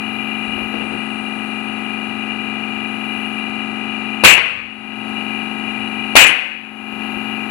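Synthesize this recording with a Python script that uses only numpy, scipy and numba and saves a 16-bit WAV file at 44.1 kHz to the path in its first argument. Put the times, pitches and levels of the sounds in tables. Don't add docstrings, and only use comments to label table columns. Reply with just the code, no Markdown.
import sys
import numpy as np
from scipy import signal
from scipy.fft import rfft, irfft
from scipy.io import wavfile
from scipy.ndimage import uniform_filter1d
from numba import njit

SR = 44100
rng = np.random.default_rng(int(sys.argv[2]) if len(sys.argv) > 2 else 0)


def bounce(signal):
    frames = np.transpose(np.atleast_2d(signal))
    limited = np.clip(frames, -1, 1)
    pcm = np.round(limited * 32767).astype(np.int16)
    wavfile.write(sys.argv[1], SR, pcm)


N = 330750
T = np.arange(N) / SR
HZ = np.arange(N // 2 + 1) * SR / N


def undb(db):
    return 10 ** (np.asarray(db) / 20)


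def unit(x):
    return x / np.sqrt(np.mean(x ** 2))


def along(points, hz):
    point_hz, value = np.transpose(points)
    return np.interp(np.log(hz + 1), np.log(point_hz), value)


def colour(x, db):
    return irfft(rfft(x) * undb(db), N)


def noise(db, alike_hz=500):
    mid, side = rfft(rng.standard_normal((2, N)))
    alike = 1 / (1 + (HZ / alike_hz) ** 2)
    opposite = np.array([[1], [-1]])
    pair = mid * np.sqrt(1 + alike) + opposite * side * np.sqrt(1 - alike)
    return irfft(pair * undb(db), N) * np.sqrt(SR) / 2


def walk(rate):
    hold = int(SR / rate)
    steps = np.repeat(rng.standard_normal(N // hold + 1), hold)
    return unit(uniform_filter1d(steps, hold)[:N])


def burst(start, rise, t60, hold=0):
    age = np.maximum(T - start, 0)
    decay = np.log(1000) * np.maximum(age - hold, 0) / t60
    return np.minimum(age / rise, 1) * np.exp(-np.minimum(decay, 50))


def casing(hz):
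    # centre in Hz, width in Hz, lift at the centre in dB.
    resonances = [(1963, 81, 11), (2410, 63, 16.5), (2484, 130, 8), (2740, 158, 9), (2871, 81, 12),
                  (3911, 94, 17.5), (4420, 33, 9), (7190, 220, 12)]
    return sum(db / (1 + (2 * (hz - centre) / width) ** 2) for centre, width, db in resonances)


def shaft(rms, chatter, turn):
    size = chatter.shape[1]
    phases = np.exp(1j * np.angle(rfft(chatter)))
    cycles = irfft(rms * phases) * size / np.sqrt(2)
    return np.array([np.interp(turn % 1, np.arange(size) / size, c, period=1) for c in cycles])


def compressor(size=4096, apart=0.38, wander=0.0002966, shimmer=0.057, surge=0.076):
    # multiple of the shaft rate, relative level in dB.
    strong_orders = [(2, -60), (4, -63.5), (5, -58.5), (8, -59.5), (9, -40), (11, -44.5), (14, -54),
                     (16, -55), (28, -59.5), (31, -54), (32, -57.5), (33, -58.5), (34, -56), (36, -65.5),
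                     (38, -61), (39, -64), (45, -65), (50, -56.5), (52, -63), (53, -53), (54, -62),
                     (55, -62.5), (60, -60.5), (67, -64.5), (69, -64.5), (84, -63), (99, -57), (102, -63),
                     (109, -69.5), (114, -63.5), (115, -62.5), (119, -60.5), (121, -60.5)]
    # frequency in Hz, relative level of each in dB.
    weak_orders = [(25, -89), (170, -66), (350, -58), (550, -72.5), (800, -67.5), (1720, -68.5),
                   (1790, -86), (2000, -73), (2160, -80), (2850, -79), (3300, -78.5), (4400, -76.5),
                   (5200, -100)]
    # multiple of the shaft rate, change in dB.
    shifting_orders = [(33, 3.5), (37, -3), (38, 3.5), (45, 5), (50, -5.5), (67, 3)]
    # frequency in Hz, relative density in dB per Hz.
    rattle_colour = [(20, -89), (50, -74), (110, -78.5), (220, -77.5), (550, -85.5), (780, -82.5),
                     (1280, -87.5), (1750, -88), (2300, -97), (3200, -84.5), (4500, -88), (5500, -100),
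                     (8000, -103), (14000, -125)]
    turn_hz = 24.107
    casing_share = 0.71
    shift_from_s, shift_takes_s = 4.3, 0.77

    turn = np.cumsum(turn_hz * (1 + wander * walk(5))) / SR
    chatter = rng.standard_normal((2, size))
    chatter[1] = chatter[0] + apart * chatter[1]

    order_hz = np.arange(size // 2 + 1) * turn_hz
    order_db = along(weak_orders, order_hz) + casing_share * casing(order_hz)
    shift_db = np.zeros_like(order_db)
    for multiple, db in strong_orders:
        order_db[round(multiple)] = db
    for multiple, db in shifting_orders:
        shift_db[round(multiple)] = db

    late = np.clip((T - shift_from_s) / shift_takes_s, 0, 1)
    early_drone = shaft(undb(order_db), chatter, turn)
    late_drone = shaft(undb(order_db + shift_db), chatter, turn)
    drone = (1 - late) * early_drone + late * late_drone

    upper_orders = colour(drone, -40 / (1 + (HZ / 500) ** 4))
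    reflection = np.roll(upper_orders, SR // 90, axis=1)
    drone = drone + shimmer * walk(1.49) * reflection

    strokes = 1 + surge * np.cos(6 * np.pi * turn)
    rattle = noise(along(rattle_colour, HZ) + casing(HZ), alike_hz=352) * strokes
    return undb(-0.62) * drone + undb(-2.0) * rattle


def waver(x, centre_hz=2650, width_hz=600):
    buzz_db = -0.57
    swell_db, swells_per_s = 0.5, 2.5
    flutter_db, flutters_per_s = 0.96, 24
    band = irfft(rfft(x) / (1 + ((HZ - centre_hz) / width_hz) ** 4), N)
    db = buzz_db + swell_db * walk(swells_per_s) + flutter_db * walk(flutters_per_s)
    return x + band * (undb(db) - 1)


def leak(width_hz=1100, gain_db=2.0):
    # time in seconds, level in dB before gain_db, centre in Hz.
    early_bends = [(0.05, -57, 10400), (0.29, -56.5, 10700), (0.48, -57, 9810), (0.55, -54.5, 10500),
                   (0.72, -57.5, 10800), (0.83, -56.5, 9800), (1.43, -56.5, 9980), (2.69, -61, 10200),
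                   (3.21, -55, 10350), (3.57, -60.5, 10000), (4.15, -61, 10100)]
    # time in seconds, level in dB before gain_db, centre in Hz.
    later_bends = [
        [(5.2, -58, 10320), (6.05, -58, 10200)],
        [(7.1, -56.5, 10760), (7.45, -57.5, 10650)],
    ]
    s, db, hz = np.vstack([early_bends, *later_bends]).T
    band = np.exp(-.5 * (np.fft.fftfreq(N, 1 / SR) / width_hz) ** 2)
    white = rng.standard_normal((2, N)) + 1j * rng.standard_normal((2, N))
    jet = np.fft.ifft(band * np.fft.fft(white))
    turns = np.cumsum(np.interp(T, s, hz)) / SR
    hiss = (jet * np.exp(2j * np.pi * turns)).real
    return unit(hiss) * undb(np.interp(T, s, db) + gain_db)


def boards(force):
    # frequency in Hz, relative level in dB, t60 in seconds.
    modes = [(58, 1.5, 0.22), (94, -6, 0.13), (126.5, 0, 0.062), (188.4, -2, 0.24), (277, -2, 0.12),
             (349, 2, 0.072), (484, -8.5, 0.056), (1050, -41.5, .05)]
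    t = T[:SR // 2]
    ring = sum(undb(db - 60 * t / t60) * np.sin(2 * np.pi * hz * t) for hz, db, t60 in modes)
    ring = ring / np.linalg.norm(ring)
    return signal.fftconvolve(force, ring[None], axes=1)[:, :N]


def shoes():
    # start in seconds, relative level in dB,
    # time the weight takes to settle in seconds.
    steps = [(.47, -39, .17), (.754, -43, .05), (.929, -36, .01), (5.329, -48, .01), (5.789, -40, .01),
             (6.92, -38, .01), (7.139, -36, .01)]
    # frequency in Hz, relative density in dB per Hz.
    sole_colour = [(100, -79), (300, -62.5), (600, -75), (1050, -78), (2000, -89), (4000, -84),
                   (6000, -105), (14000, -135)]
    # start in seconds, relative level in dB.
    scuffs = [(.575, -1.6), (.735, 2.2), (.805, -1.8), (.912, -1.2)]
    press = sum(undb(db) * burst(s, rise=.005, t60=0.35, hold=settle) for s, db, settle in steps)
    scrape = sum(undb(db) * burst(s, rise=0.0063, t60=0.27, hold=0.01) for s, db in scuffs)
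    footfalls = boards(unit(noise(0 * HZ, alike_hz=90)) * press)
    return undb(-5) * footfalls + noise(along(sole_colour, HZ)) * scrape


def nailer(thump_hz=650, thump_db=-9, floor_db=-2):
    # valve opens, driver strikes, exhaust starts, nose knocks (all in seconds),
    # blow in dB, blast in dB, blast length in seconds, exhaust in dB, knock in dB (all levels relative).
    shots = [(4.2371, 4.2479, 4.319, 4.377, 3.5, 2, 0.049, 2, -23),
             (6.154, 6.1646, 6.266, 6.291, 3, 2.5, 0.057, 1.5, -22)]
    # frequency in Hz, relative density in dB per Hz.
    inrush_colour = [(100, -73.5), (700, -48), (2000, -59), (4500, -53), (6000, -80), (10500, -51),
                     (13000, -70.5)]
    blow_colour = [(25, -75), (70, -29.5), (250, -22), (600, -24), (1500, -19.5), (3000, -19), (4500, -24),
                   (5800, -39), (8000, -52), (11000, -33), (13000, -75)]
    blast_colour = [(60, -53.5), (250, -36.5), (800, -31), (1700, -31), (2350, -29), (3100, -28),
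                    (4400, -30), (5500, -55.5), (11000, -59), (13000, -95)]
    exhaust_colour = [(300, -74), (2000, -79), (4500, -50), (6500, -48.5), (9000, -43.5), (11200, -42),
                      (13000, -73)]
    colours = (inrush_colour, blow_colour, blast_colour, exhaust_colour)
    inrush, blow, blast, exhaust = (noise(along(points, HZ), alike_hz=710) for points in colours)
    out, force = 0, 0
    for valve, strike, vent, knock, blow_db, blast_db, length, vent_db, knock_db in shots:
        cycles = np.clip((T - valve) * thump_hz, 0, 1)
        out = out + undb(thump_db) * np.sin(2 * np.pi * cycles)
        out = out + inrush * burst(valve, rise=0.00091, t60=.04, hold=strike - valve)
        out = out + undb(blast_db) * blast * burst(strike, rise=0.0052, t60=0.19, hold=length)
        out = out + undb(vent_db) * exhaust * burst(vent, rise=0.0015, t60=0.13, hold=0.0094)
        force = force + undb(blow_db) * burst(strike, rise=0.0023, t60=0.1, hold=0.0029)
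        force = force + undb(knock_db) * burst(knock, rise=0.0023, t60=0.13)
    return out + blow * force + undb(floor_db) * boards(unit(blow) * force)


def loft(x, wet_db, rise_s):
    # band centre in Hz, t60 in seconds.
    decays = [(60, 0.93), (250, 0.6), (1000, 0.61), (2500, 0.64), (5000, 0.54), (11000, 0.48)]
    t = T[:SR]
    hz = np.arange(SR // 2 + 1)
    scatter = rfft(rng.standard_normal((2, SR)))
    centres = np.log(np.array(decays)[:, 0])
    tail = 0
    for share, (_, t60) in zip(np.eye(len(decays)), decays):
        band = irfft(scatter * np.interp(np.log(hz + 1), centres, share), SR)
        tail = tail + band * np.exp(-np.log(1000) * t / t60)
    tail = unit(tail * np.minimum(t / rise_s, 1)) / np.sqrt(SR)
    return x + undb(wet_db) * signal.fftconvolve(x, tail, axes=1)[:, :N]


def scene():
    background = waver(compressor()) + leak()
    return background + loft(nailer() + shoes(), wet_db=-15.5, rise_s=0.0083)


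@njit
def duck(over_db, attack, release_db):
    cut, now = np.empty(len(over_db)), 0.
    for i in range(len(over_db)):
        if over_db[i] > now:
            now += (over_db[i] - now) * attack
        else:
            now = max(now - release_db, 0.)
        cut[i] = now
    return cut


def gain_control(x, threshold_db, attack_s, release_db_per_s=29):
    over_db = 20 * np.log10(abs(x).max(axis=0) + 1e-9) - threshold_db
    cut_db = duck(over_db, 1 / (attack_s * SR), release_db_per_s / SR)
    return x * undb(-cut_db)


def left_port(x, early=4):
    # frequency in Hz, gain in dB.
    port_gain = [(50, 1.5), (120, 12.5), (220, 14.5), (700, 16.5), (1300, 16.5), (1800, 19.5), (2150, 24.5),
                 (2450, 28.5), (2850, 26.5), (3200, 11), (3900, 2), (5000, 2.5), (5800, 10.5), (9000, 7),
                 (11500, 1)]
    cepstrum = irfft(np.log(undb(along(port_gain, HZ))), N)
    cepstrum[1:N // 2] *= 2
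    cepstrum[N // 2:] = 0
    response = np.exp(rfft(cepstrum))
    return np.roll(irfft(rfft(x) * response, N), -early)


def record(dry, low_cut_hz=44, top_hz=15900):
    low_cut = signal.butter(2, low_cut_hz, "high", fs=SR, output="sos")
    left, right = gain_control(signal.sosfilt(low_cut, dry), threshold_db=-9.0, attack_s=0.008)
    clipped = np.clip([left_port(left), right], -1, 1)
    top_cut = signal.ellip(8, .2, 70, top_hz, fs=SR, output="sos")
    return np.clip(signal.sosfilt(top_cut, clipped), -1, 1)


dry = scene()
out = record(dry)
bounce(out)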